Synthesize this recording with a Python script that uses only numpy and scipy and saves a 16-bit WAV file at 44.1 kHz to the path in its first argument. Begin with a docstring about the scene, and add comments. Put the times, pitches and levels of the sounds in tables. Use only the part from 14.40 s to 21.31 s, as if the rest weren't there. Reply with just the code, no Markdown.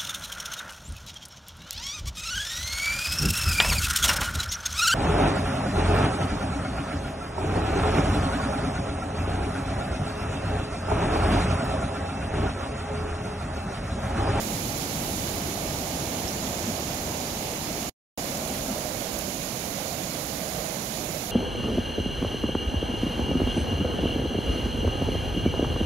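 """At a flooded road crossing, muddy water pours over the road and churns between boulders, some way off.
Big trapped air pockets rumble, breaking waves roar, and foam and spray hiss with countless small bubbles.
Seven low gulps and a few near drops stand out; a car fords the water, lifting the rumble, and draws away.
The left microphone port is dull and gets more shaded late on. The sound drops out briefly midway
and returns in another tone, with the microphones pointing down at the water."""
import sys
import numpy as np
from scipy import signal
from scipy.fft import rfft, irfft, next_fast_len
from scipy.io import wavfile
from scipy.ndimage import uniform_filter1d, map_coordinates

SR = 44100
rng = np.random.default_rng(int(sys.argv[2]) if len(sys.argv) > 2 else 0)


def output_pcm(signal):
    """Save a mono or channel-first signal as 16-bit PCM at the path in sys.argv[1].

    Samples are clipped to [-1, 1] before scaling.
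    """
    pcm = np.clip(np.atleast_2d(signal).T, -1, 1) * 32767
    wavfile.write(sys.argv[1], SR, np.round(pcm).astype(np.int16))


N = 304731
TIME = np.arange(N) / SR  # s

# relative spectrum of the large air pockets: (frequency [Hz], level [dB])
RUMBLE_SPECTRUM = [(12, -26), (20, -12), (30, -10), (45, -4), (65, -1.5), (120, -1.5), (205, 0.5),
                   (330, -1.25), (420, -8.5), (600, -23), (1200, -62)]
# relative spectrum of the breaking waves: (frequency [Hz], level [dB])
ROAR_SPECTRUM = [(200, -31.5), (380, -7.5), (470, -3.5), (600, -0.3), (730, -0.5), (840, -3), (950, -8.5),
                 (1300, -14.5), (2000, -23.5), (5000, -51)]
# waves that swell over the boulders: (time of crest [s], roar boost [dB])
SURGE_CRESTS = [(1.7, 0.5), (2.7, .5), (3.9, 0.7), (4.45, 1.4), (5.4, 1.5), (6.2, 1.1)]
# relative spectrum of the seething foam: (frequency [Hz], level [dB])
FOAM_SPECTRUM = [(400, -29.5), (900, 0.5), (1400, -2.5), (2300, -0.5), (5500, 1), (7500, -1.5),
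                 (9000, -8.5), (14000, -36)]
# relative spectrum of the finest spray: (frequency [Hz], level [dB])
MIST_SPECTRUM = [(4000, -32), (7000, -9), (8500, 0), (11000, -0.5), (16000, 0)]
# extra level of the spray at the start: (time [s], level [dB])
MIST_BOOST = [(0, 2.5), (.4, 1.8), (.72, 2.6), (1, 1.4), (1.6, 0)]
# heavy gulps of trapped air: (onset [s], level [dB], starting pitch [Hz])
GULP_EVENTS = [(.549, -26, 180), (1.129, -30, 315), (1.55, -25, 170), (2.274, -22, 211), (4.28, -22.5, 248),
               (4.3, -24, 205), (5.57, -28, 125)]
# near drops: (onset [s], pitch [Hz], level [dB], 60 dB decay time [s])
DROP_EVENTS = [(1.8785, 5250, -18, .012), (1.887, 5600, -22, .022), (2.512, 15000, -18, .008),
               (4.7893, 10500, -13, .003), (4.7894, 12400, -9, 0.0033), (4.7896, 14900, -6, .003),
               (4.7898, 6400, -14, .004)]
# left-right likeness of roar and foam: (frequency [Hz], likeness [0-1])
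LIKENESS = [(300, 0.78), (450, 0.56), (700, 0.73), (850, 0.28), (1000, 0.08), (1600, 0), (3000, 0.02),
            (7000, 0.2)]
# delay of the foam at the left port as the microphones swing: (time [s], delay [samples])
LEFT_LAG = [(0, -12), (.9, -11), (1.5, 0), (2.7, 10), (3.5, 0), (3.75, -14), (6.9, -14)]
# tone of rumble and roar with the microphones pointing down: (frequency [Hz], gain [dB])
FACING_WATER_TONE = [(30, -2), (60, 0), (100, -3.2), (150, 1.2), (240, -0.7), (330, -1.2), (420, 0.2),
                     (530, 1.7), (630, 1.2), (760, -1.4), (900, -3.5), (1100, -0.7), (1400, 1.2), (3000, 6)]
# colour of the left microphone port: (frequency [Hz], gain [dB])
LEFT_PORT_TONE = [(50, 2.5), (280, -0.06), (460, -3), (750, -6), (1200, -4), (1900, -7), (3000, -9.5),
                  (4400, -10.5), (6000, -13.5), (7100, -9), (8500, -18), (10000, -19), (14600, -20.5),
                  (15600, -28)]
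# colour of the right microphone port: (frequency [Hz], gain [dB])
RIGHT_PORT_TONE = [(1300, 0), (3000, -1), (4300, .3), (4800, -.5), (6200, 1.4), (6750, 6), (7650, -5.5),
                   (10150, -5), (10650, 1.3), (11700, -2), (13400, -2.7), (13950, -8.8), (14700, -6),
                   (15700, -7.3)]
# small resonances and dips of the right port: (centre [Hz], width [Hz], gain [dB])
RIGHT_PORT_RIPPLE = [(1870, 130, -1.1), (2234, 250, 2.5), (2630, 140, 1), (2950, 120, 2.1),
                     (4100, 150, 0.8), (7860, 220, 1), (8700, 200, -2.5)]
# extra shading of the left port: (frequency [Hz], gain [dB])
LEFT_SHADE_TONE = [(100, -4), (600, -5), (3000, -4), (10000, -5)]

# base levels of the flood's layers (dB)
RUMBLE_DB, ROAR_DB, FOAM_DB, MIST_DB = -35.5, -35, -33, -31
# level changes with the microphones pointing down (dB)
ROAR_DOWN_DB, FOAM_DOWN_DB, MIST_DOWN_DB = -0.23, -0.66, 1
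# the rumble is then offset, and builds slowly from the end of the gap
RUMBLE_DOWN_DB, RUMBLE_GROWS_DB_PER_S = -0.5, 0.43
# random heaving of the water: rms depth (dB) and pace (random points per s)
HEAVE_RUMBLE_DB, HEAVE_ROAR_DB, HEAVE_BRIGHT_DB, HEAVE_RATE = .5, .55, 0.08, 10
SURGE_S = 0.29  # time from a wave's crest until its boost falls to 1/e
# the car's share of the rumble (dB), when it starts to fade and when it is gone (s)
WAKE_DB, WAKE_FADES_S, WAKE_GONE_S = 2, 1.2, 3.3
DROP_ATTACK_S = .0003
SHADE_FROM_S, SHADE_TO_S = 4.28, 4.48
GAP_FROM_S, GAP_TO_S = 3.496, 3.7755
TOP_HZ = 15800  # upper end of the band


def amp(db):
    """Turn decibels into gain."""
    return 10 ** (np.asarray(db) / 20)


def unit(x):
    """Scale to rms 1."""
    return x / np.sqrt(np.mean(x ** 2) + 1e-20)


def along(points, hz):
    """Read (frequency, value) points on a log frequency axis."""
    f, v = np.transpose(points)
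    return np.interp(np.log(hz + 1), np.log(f + 1), v)


def curve(points):
    """Draw (time, value) points as one value per sample."""
    s, v = np.transpose(points)
    return np.interp(TIME, s, v)


def wobble(rate):
    """Draw a smooth random curve of rms 1 through `rate` random points a second."""
    knots = rng.standard_normal(int(N * rate / SR) + 4)
    return unit(map_coordinates(knots, [TIME * rate]))


def filtered(x, response):
    """Multiply the spectrum of x by a response of frequency."""
    m = next_fast_len(N + SR // 2)
    hz = np.fft.rfftfreq(m, 1 / SR)
    return irfft(rfft(x, m) * response(hz), m)[..., :N]


def coloured(x, spectrum):
    """Shape x by (frequency, dB) points."""
    return filtered(x, lambda hz: amp(along(spectrum, hz)))


def churn(patchy_db):
    """Two unrelated noises, patchy in time and pitch alike: bubbles too many to tell apart."""
    z = signal.stft(rng.standard_normal((2, N)), nperseg=512)[2]
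    patches = uniform_filter1d(rng.standard_normal(z.shape[1:]), size=12, axis=0)  # across pitch
    patches = uniform_filter1d(patches, size=8, axis=1)  # across time
    noise = signal.istft(z * amp(patchy_db * unit(patches)), nperseg=512)[1]
    return unit(noise[:, :N])


def bubbles(rate, low_hz, high_hz, cycles, scatter_db, size):
    """Random bubbles (rate per s), each ringing for a few cycles and rising in pitch near the surface."""
    when, pitch, strength = rng.random((int(rate * N / SR), 3)).T
    hz = low_hz + (high_hz - low_hz) * pitch
    turns = hz[:, None] * np.arange(size) / SR
    age = np.minimum(turns / cycles, 2)
    gain = amp(-scatter_db * np.log(1 - .995 * strength)) * np.sqrt(hz)  # a few are far louder
    tones = np.sin(2 * np.pi * turns * (1 + age / 20))
    rings = gain[:, None] * np.exp(-np.pi * age) * tones
    at = (when * N).astype(int)[:, None] + np.arange(size)
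    return unit(np.bincount(at.ravel(), rings.ravel(), N)[:N])


def bubble_pair(**settings):
    """Two unrelated streams of bubbles."""
    return np.array([bubbles(**settings) for _ in range(2)])


def spread(pair, likeness):
    """Mix two unrelated signals into left and right of a given likeness per frequency."""
    def mid_side_gains(hz):
        turn = np.arccos(np.clip(likeness(hz), -1, 1)) / 2
        return np.array([np.cos(turn), np.sin(turn)])

    mid, side = filtered(pair, mid_side_gains)
    return np.array([mid + side, mid - side])


def rumble():
    """Large air pockets gulp under the fall; waves this long reach both ports much alike."""
    pockets = bubbles(rate=70, low_hz=71.0, high_hz=406, cycles=6.0, scatter_db=1.5, size=3000)
    mass = spread(churn(patchy_db=0.68), lambda hz: along([(200, .96), (400, 0.86)], hz))
    mass = unit(coloured(mass, RUMBLE_SPECTRUM))
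    return unit(mass + amp(-7.5) * unit(coloured(pockets, RUMBLE_SPECTRUM)))


def roar():
    """Waves break on the boulders and fold in clouds of middling bubbles."""
    glugs = bubble_pair(rate=160, low_hz=384, high_hz=1296, cycles=6.7, scatter_db=2.0, size=900)
    water = unit(coloured(churn(patchy_db=0.5), ROAR_SPECTRUM))
    water = water + amp(-7) * unit(coloured(glugs, ROAR_SPECTRUM))
    return unit(spread(water, lambda hz: along(LIKENESS, hz)))


def surges_db():
    """Passing waves lift the roar (dB), each swelling and ebbing alike."""
    return sum(db * np.exp(-((TIME - s) / SURGE_S) ** 2) for s, db in SURGE_CRESTS)


def foam():
    """Small bubbles seethe all over the surface; a little reaches both ports, at slightly different times."""
    fizz = bubble_pair(rate=600, low_hz=1290, high_hz=7510, cycles=12.7, scatter_db=2, size=360)
    water = unit(coloured(churn(patchy_db=0.63), FOAM_SPECTRUM))
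    water = water + amp(-7.5) * unit(coloured(fizz, FOAM_SPECTRUM))
    left, right = spread(water, lambda hz: along(LIKENESS, hz))
    left = map_coordinates(left, [np.arange(N) - curve(LEFT_LAG)])
    flicker_db = 0.14 * wobble(25) + 0.3 * wobble(140)
    return unit(np.array([left, right]) * amp(flicker_db))


def mist():
    """The finest spray crackles as it falls back, unrelated at the two ports but for its flicker."""
    crackle = bubble_pair(rate=1800, low_hz=6960, high_hz=15000, cycles=7, scatter_db=3.0, size=60)
    water = unit(coloured(churn(patchy_db=0.65), MIST_SPECTRUM))
    water = water + amp(-13.0) * unit(coloured(crackle, MIST_SPECTRUM))
    flicker_db = 0.2 * wobble(25) + 0.31 * wobble(140)
    return unit(water * amp(flicker_db))


def gulps(t60=0.14, swell=0.0058):
    """The biggest air pockets ring low and rise a little in pitch; decay and swell in s."""
    out, t = np.zeros(N + SR), np.arange(SR // 4) / SR
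    for s, db, hz in GULP_EVENTS:
        ring = np.sin(2 * np.pi * (hz * t * (1 + t / 2) + rng.random()))
        envelope = amp(db - 60 * t / t60) * (1 - np.exp(-t / swell))
        out[round(s * SR):][:len(t)] += envelope * ring
    return out[:N]


def drops():
    """Near drops spit, each a brief ring made slightly ragged by a random walk in phase."""
    out, t = np.zeros(N + SR), np.arange(SR // 20) / SR
    for s, hz, db, t60 in DROP_EVENTS:
        ragged = 0.0305 * np.cumsum(rng.standard_normal(len(t)))
        envelope = amp(db - 60 * t / t60) * (1 - np.exp(-t / DROP_ATTACK_S))
        out[round(s * SR):][:len(t)] += envelope * np.sin(2 * np.pi * hz * t + ragged)
    return out[:N]


def car_wake_db():
    """The car ploughing through the ford lifts the rumble (dB), less and less as it draws away."""
    return np.interp(TIME, [WAKE_FADES_S, WAKE_GONE_S], [WAKE_DB, 0])


def scene():
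    """Layer the heaving water with the car's wake, waves, gulps and drops."""
    down = TIME > GAP_FROM_S + .1  # the microphones turn to the water inside the gap
    build_db = down * (RUMBLE_DOWN_DB + RUMBLE_GROWS_DB_PER_S * (TIME - GAP_TO_S))
    rumble_db = RUMBLE_DB + car_wake_db() + build_db + HEAVE_RUMBLE_DB * wobble(HEAVE_RATE)
    roar_db = ROAR_DB + ROAR_DOWN_DB * down + surges_db() + HEAVE_ROAR_DB * wobble(HEAVE_RATE)
    foam_db = FOAM_DB + FOAM_DOWN_DB * down
    mist_db = MIST_DB + MIST_DOWN_DB * down + curve(MIST_BOOST)

    deep = amp(rumble_db) * rumble() + amp(roar_db) * roar()
    deep = np.where(down, coloured(deep, FACING_WATER_TONE), deep)
    bright = amp(foam_db) * foam() + amp(mist_db) * mist()
    bright = amp(HEAVE_BRIGHT_DB * wobble(HEAVE_RATE)) * bright
    return deep + bright + gulps() + drops()


def right_ripple(hz):
    """Gain of the right port's narrow bumps and dips."""
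    bumps = [db * np.exp(-((hz - centre) / width) ** 2) for centre, width, db in RIGHT_PORT_RIPPLE]
    return amp(sum(bumps))


def record(dry):
    """Colour each port, shade the left one, drop the sound out for the gap and end the band."""
    left, right = coloured(dry[0], LEFT_PORT_TONE), coloured(dry[1], RIGHT_PORT_TONE)
    right = filtered(right, right_ripple)
    shaded = np.interp(TIME, [SHADE_FROM_S, SHADE_TO_S], [0, 1])
    left = (1 - shaded) * left + shaded * coloured(left, LEFT_SHADE_TONE)
    # the gap opens with a steep drop and a faint, quick fade
    fade = amp(-16.5 - 60 * np.abs(TIME - GAP_FROM_S) / 0.047)
    running = np.where((TIME < GAP_FROM_S) | (TIME > GAP_TO_S), 1, fade)
    return filtered(np.array([left, right]) * running, lambda hz: np.clip((TOP_HZ - hz) / 100, 0, 1))


dry = scene()
out = record(dry)
output_pcm(out)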